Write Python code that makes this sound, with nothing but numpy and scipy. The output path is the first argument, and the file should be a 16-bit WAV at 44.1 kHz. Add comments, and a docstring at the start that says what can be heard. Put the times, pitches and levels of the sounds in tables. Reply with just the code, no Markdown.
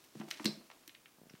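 """Kitten on a drying rack

A kitten clambers about on the mesh shelf of a drying rack in a small room. Steps thump the frame (swings,
modes), plastic joints click and knock (band-passed chatter), and hard knocks set the metal rods ringing (noise-
fed modes). The mesh rustles (random grains); near the end soft bumps reach the microphone (damped pushes). A
faint hiss (coloured noise) lies under it all."""
import sys
import numpy as np
from scipy import signal
from scipy.fft import rfft, irfft, next_fast_len
from scipy.io import wavfile
from scipy.ndimage import uniform_filter1d

SR = 44100
rng = np.random.default_rng(int(sys.argv[2]) if len(sys.argv) > 2 else 0)


def int16_out(signal):
    """Quantize to a 16-bit WAV file."""
    q = np.round(np.clip(np.atleast_2d(signal).T, -1, 1) * 32767)
    wavfile.write(sys.argv[1], SR, q.astype(np.int16))


N = 61739
TIME_S = np.arange(N) / SR

# Joints and claws click: t/s, level before colouring/dB, length/s, low edge/Hz, high edge/Hz
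CLICKS = [(.0410, -55, 0.0098, 1800, 14600), (0.154, -56, 0.0021, 520, 2180),
          (0.199, -46.5, 0.003, 910, 7100), (0.2084, -51, 0.0074, 665, 3000),
          (0.2136, -40, 0.0014, 770, 2850), (0.2822, -53, 0.0041, 625, 2450),
          (0.2865, -43, 0.00067, 1490, 13000), (.3056, -39, 0.0036, 2480, 12300),
          (.3110, -28, 0.0031, 1620, 6150), (0.3113, -41.5, 0.0033, 6400, 14100),
          (0.341, -47, 0.005, 1470, 5800), (0.3727, -47, 0.0035, 1480, 6600),
          (0.3815, -49, 0.0039, 1190, 6700), (0.3974, -40, 0.0031, 840, 2780),
          (0.443, -41.5, .003, 1010, 4120), (0.4452, -29.5, 0.0012, 1780, 13400),
          (.4560, -21, 0.0018, 1590, 8600), (0.4562, -37, 0.002, 8700, 14600),
          (.4570, -49.5, 0.0047, 473, 1250), (0.4576, -22, .002, 3690, 4970),
          (0.4655, -22, 0.0011, 3880, 5050), (0.4763, -40, 0.0034, 3230, 5760),
          (.4770, -56, 0.0036, 492, 1170), (0.61, -63, 0.0073, 610, 2500),
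          (0.7013, -46.5, 0.002, 810, 3200), (0.7142, -49, 0.0038, 860, 4700),
          (0.8346, -62, 0.0045, 1150, 3950), (0.8774, -39.5, 0.0023, 1860, 15300),
          (.8942, -45.5, 0.0024, 1687, 4320), (0.9487, -46, 0.0026, 1760, 4350),
          (1.0578, -45.5, 0.0017, 1480, 3470), (1.2970, -50, 0.0022, 1330, 2970),
          (1.2980, -49, 0.0018, 4830, 5800), (1.336, -52, 0.0012, 1070, 4400),
          (1.351, -54.5, 0.0029, 1150, 3270)]
# Colour of the plastic: f/Hz, gain/dB
PLASTIC_COLOUR = [(300, 12.5), (900, 2.5), (1500, -4.5), (1950, -3.5), (2450, -4.5), (2900, -2), (3300, -6),
                  (4300, -4.5), (5000, -9), (5800, -3), (7000, -11), (8300, -8.5), (9800, -11), (13500, -6),
                  (16000, -8)]
CLICK_RELEASE_S = 0.0011  # fade of the chatter
SNAP_RATIO = 1.31  # first touch against the chatter
EVEN_HZ = 250  # smoothing width of burst spectra

# Weight lands on mesh and frame: t/s, envelope peak/dB, settled pitch/Hz, swell time/s
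THUMPS = [(.1515, -45, 309, 0.0026), (.1570, -45.5, 190, 0.003), (0.165, -49.5, 172, 0.0059),
          (0.1987, -37.5, 209.6, 0.0057), (.2110, -46.5, 258, 0.0032), (0.2249, -56, 203, 0.0065),
          (0.2329, -48.5, 318, 0.0048), (.2760, -51, 260, 0.004), (0.4017, -42, 240, 0.0037),
          (.4150, -46, 241, 0.0052), (0.448, -35, 237.6, 0.0026), (0.4563, -26.5, 213.2, 0.0047),
          (.4575, -46, 408, 0.0054), (.4810, -37, 303.5, 0.0041), (0.49, -40, 204, 0.0058),
          (.5700, -47.5, 213.4, 0.0055), (0.597, -52, 234, 0.011), (0.8781, -57.5, 264, 0.0047)]
# Frame modes: f/Hz, relative level/dB, t60/s
FRAME_MODES = [(133.4, -3, 0.31), (155.3, -2, 0.33), (216.1, 3.5, 0.11), (339, -1.5, .17), (366, -1, 0.14),
               (394, -1.5, 0.11), (476, 2, 0.1)]
FRAME_DB = -50
THUMP_SHARP_RATIO, SAG_S = 0.45, 0.0044  # initial excess pitch and its decay

# Rods are shaken: t/s, drive level/dB
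ROD_HITS = [(.3111, -69), (.4562, -39)]
# Rod modes: f/Hz, relative level/dB, t60/s
ROD_MODES = [(3376, -13.5, 0.046), (3586, -17, .08), (3860, -19, 0.11), (4100, 2, .08), (4320, -22, 0.059),
             (4336, -5, 0.073), (4340, -3.5, 0.07), (4660, -6, 0.037), (4660, -7.5, 0.08),
             (4890, -3.5, 0.065), (4860, -10, 0.054), (5050, -3.5, 0.035), (5350, 1.5, 0.048),
             (5880, -6, 0.031)]
ROD_RATTLE_S = 0.039  # decay of the shaking

# Mesh rubbing: t/s, level/dB
RUBBING = [(0, -66), (.06, -67), (.12, -69), (.18, -63), (.22, -66), (.27, -64.5), (.33, -56.5), (.38, -61),
           (.43, -58.5), (.5, -60), (.62, -69), (.8, -69), (1.2, -75), (1.39, -70)]
# Colour of the mesh: f/Hz, gain/dB
MESH_COLOUR = [(100, -11.5), (300, 10), (600, 0.5), (1500, 1.5), (3000, 1.5), (5500, 1), (9000, -5),
               (16000, -15.5)]
FIBRES_PER_S = 5000

# Soft bumps on the microphone's case: t/s, peak force/dB, contact time/s
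BUMPS = [(1.1845, -51, .0011), (1.1974, -57, .0011), (1.2158, -46, 0.0017), (1.2343, -48.5, 0.0014),
         (1.2565, -52, 0.0014), (1.2683, -50, 0.0021), (1.3081, -50.5, .0018), (1.3385, -42, 0.0026)]
CASE_HZ, CASE_WIDTH_HZ = 157, 93

# Room response: f/Hz, relative level/dB, t60/s
ROOM = [(150, 4.5, 0.21), (380, 7.5, 0.45), (926, -5, 0.36), (2180, -5, 0.37), (4570, -9.5, 0.33),
        (8100, -8, 0.33), (15100, -6, 0.27)]
ROOM_DELAY_S, EARLY_DB, EARLY_S = .004, 5, 0.013
THUMP_ROOM_DB = -18.5  # thump send to the room

# Hiss spectrum: f/Hz, relative density/dB
HISS_COLOUR = [(18, -10), (30, 17.5), (59, -7.5), (141, 1), (319, 1), (426, -2.5), (584, -3.5), (988, -6.5),
               (1070, -4.5), (1590, -9), (1910, -10.5), (2480, -12), (16000, -12.5)]
HISS_DB = -66.5

BASS_CUT_HZ, CUTOFF_HZ = 90, 16000


def joints():
    """Each click is a snap followed by a few milliseconds of chatter, coloured by the plastic."""
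    out = np.zeros(N + SR)
    age_s = np.arange(SR // 32) / SR
    for t_s, db, length_s, low_hz, high_hz in CLICKS:
        release = np.exp(-np.maximum(age_s - length_s, 0) / CLICK_RELEASE_S)
        chatter = rng.choice([-1., 1.], len(age_s)) * release
        chatter[0] = SNAP_RATIO * np.sqrt(length_s * SR) / 2
        click = band(even(chatter, EVEN_HZ), low_hz, high_hz, order=3)
        # unit rms if spread over length_s
        click *= np.sqrt(length_s * SR / np.sum(click ** 2))
        start = int(t_s * SR)
        out[start:start + len(age_s)] += from_db(db) * click
    return colour(out[:N], PLASTIC_COLOUR)


def frame():
    """Each thump swells and dies within a few swings, sagging in pitch, and leaves the frame's modes ringing."""
    swings = 0
    for t_s, db, hz, swell_s in THUMPS:
        age_s = np.maximum(TIME_S - t_s, 0)
        sag_s = THUMP_SHARP_RATIO * SAG_S * (1 - np.exp(-age_s / SAG_S))
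        cycles = hz * (age_s + sag_s)
        envelope = (age_s / swell_s * np.exp(1 - age_s / swell_s)) ** 2
        swings = swings + from_db(db) * envelope * np.sin(2 * np.pi * cycles)
    return swings + from_db(FRAME_DB) * ring(swings, FRAME_MODES)


def rods():
    """Hard knocks leave the rods rattling in their sockets, feeding a cluster of close, high modes."""
    shaking = 0
    for t_s, db in ROD_HITS:
        decay = np.exp(-np.maximum(TIME_S - t_s, 0) / ROD_RATTLE_S)
        shaking = shaking + from_db(db) * (TIME_S > t_s) * decay
    # independent noise for each mode
    ringing = sum(ring(shaking * rng.standard_normal(N), [mode]) for mode in ROD_MODES)
    return ringing / np.sqrt(ROD_RATTLE_S * SR / 2)


def mesh():
    """Fibres slip under the paws in dense tiny grains."""
    slips = rng.random(N) < FIBRES_PER_S / SR
    grains = slips * rng.standard_normal(N)
    level_db = np.interp(TIME_S, *np.transpose(RUBBING))
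    return from_db(level_db) * rms_one(colour(grains, MESH_COLOUR))


def bumps():
    """Smooth contact forces drive a damped resonance of the case: dull, dry pushes."""
    force = sum(from_db(db) * push(t_s, contact_s) for t_s, db, contact_s in BUMPS)
    damping = [1, 2 * np.pi * CASE_WIDTH_HZ, (2 * np.pi * CASE_HZ) ** 2]
    return signal.lfilter(*signal.bilinear([1, 0, 0], damping, SR), force)


def room():
    """Impulse response: noise bands, strong early reflections, then a tail with its own decay in each band."""
    edges_hz = np.geomspace(110, 17000, 12)
    white = rng.standard_normal((2, N))  # neighbouring bands alternate
    age_s = np.maximum(TIME_S - ROOM_DELAY_S, 0)
    early = 1 + from_db(EARLY_DB) * np.exp(-age_s / EARLY_S)
    response = 0
    for k, (low_hz, high_hz) in enumerate(zip(edges_hz, edges_hz[1:])):
        hz = np.sqrt(low_hz * high_hz)
        decay = np.exp(-np.log(1000) * age_s / at_hz(ROOM, hz, axis=2))
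        burst = (white[k % 2] * (age_s > 0) * decay * early)[:SR // 2]
        response = response + from_db(at_hz(ROOM, hz)) * band(even(burst, EVEN_HZ / 2), low_hz, high_hz)
    return response


def hiss():
    """Steady coloured noise."""
    return from_db(HISS_DB) * rms_one(colour(rng.standard_normal(N), HISS_COLOUR))


def ring(force, modes):
    """Decaying sines set off by a force: one two-pole resonator per mode."""
    out = 0
    for hz, db, t60_s in modes:
        r = from_db(-60 / (t60_s * SR))
        w = 2 * np.pi * hz / SR
        poles = [1, -2 * r * np.cos(w), r * r]
        out = out + from_db(db) * signal.lfilter([0, np.sin(w)], poles, force + 1e-18)
    return out


def push(start_s, length_s):
    """A smooth contact of height 1."""
    return np.sin(np.pi * np.clip((TIME_S - start_s) / length_s, 0, 1)) ** 2


def even(noise, width_hz):
    """Level out a burst's spectral peaks and dips that are broader than the given width."""
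    size = 2 * len(noise)
    spectrum = rfft(noise, size)
    bins = max(int(width_hz * size / SR), 1)
    power = uniform_filter1d(np.abs(spectrum) ** 2, bins, mode="mirror")
    return irfft(spectrum / np.sqrt(power + 1e-12))[:len(noise)]


def colour(x, points):
    """Minimum-phase filter with the given spectrum: nothing sounds early."""
    size = 2 * next_fast_len(N)
    gain = from_db(at_hz(points, np.fft.rfftfreq(size, 1 / SR)))
    cepstrum = irfft(np.log(gain))
    # fold onto positive time
    cepstrum[1:size // 2] *= 2
    cepstrum[size // 2 + 1:] = 0
    return irfft(rfft(x, size) * np.exp(rfft(cepstrum)))[:N]


def band(x, low_hz, high_hz, order=2):
    """Causal Butterworth band-pass."""
    high_hz = min(max(high_hz, low_hz * 1.2), SR * .45)
    sos = signal.butter(order, [low_hz, high_hz], "band", fs=SR, output="sos")
    return signal.sosfilt(sos, x + 1e-18)


def at_hz(points, hz, axis=1):
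    """Read a table column on a log-frequency axis."""
    table = np.array(points)
    return np.interp(np.log(np.maximum(hz, 1)), np.log(table[:, 0]), table[:, axis])


def rms_one(x):
    """Scale to unit rms."""
    return x / np.sqrt(np.mean(x ** 2) + 1e-20)


def from_db(db):
    """Decibels to amplitude gain."""
    return 10 ** (np.asarray(db) / 20)


def scene():
    """Clicks and thumps excite the room; rods, mesh, bumps and hiss are added dry."""
    clicks, thumps = joints(), frame()
    reverb = signal.fftconvolve(clicks + from_db(THUMP_ROOM_DB) * thumps, room())[:N]
    return (clicks + thumps + rods() + reverb + mesh() + bumps() + hiss())[None]


def record(dry):
    """The microphone thins the deep bass; a steep low-pass cuts the top."""
    bass_cut = signal.butter(2, BASS_CUT_HZ, "high", fs=SR, output="sos")
    top_cut = signal.ellip(12, .1, 80, CUTOFF_HZ, fs=SR, output="sos")
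    return signal.sosfilt(top_cut, signal.sosfilt(bass_cut, dry))


dry = scene()
out = record(dry)
int16_out(out)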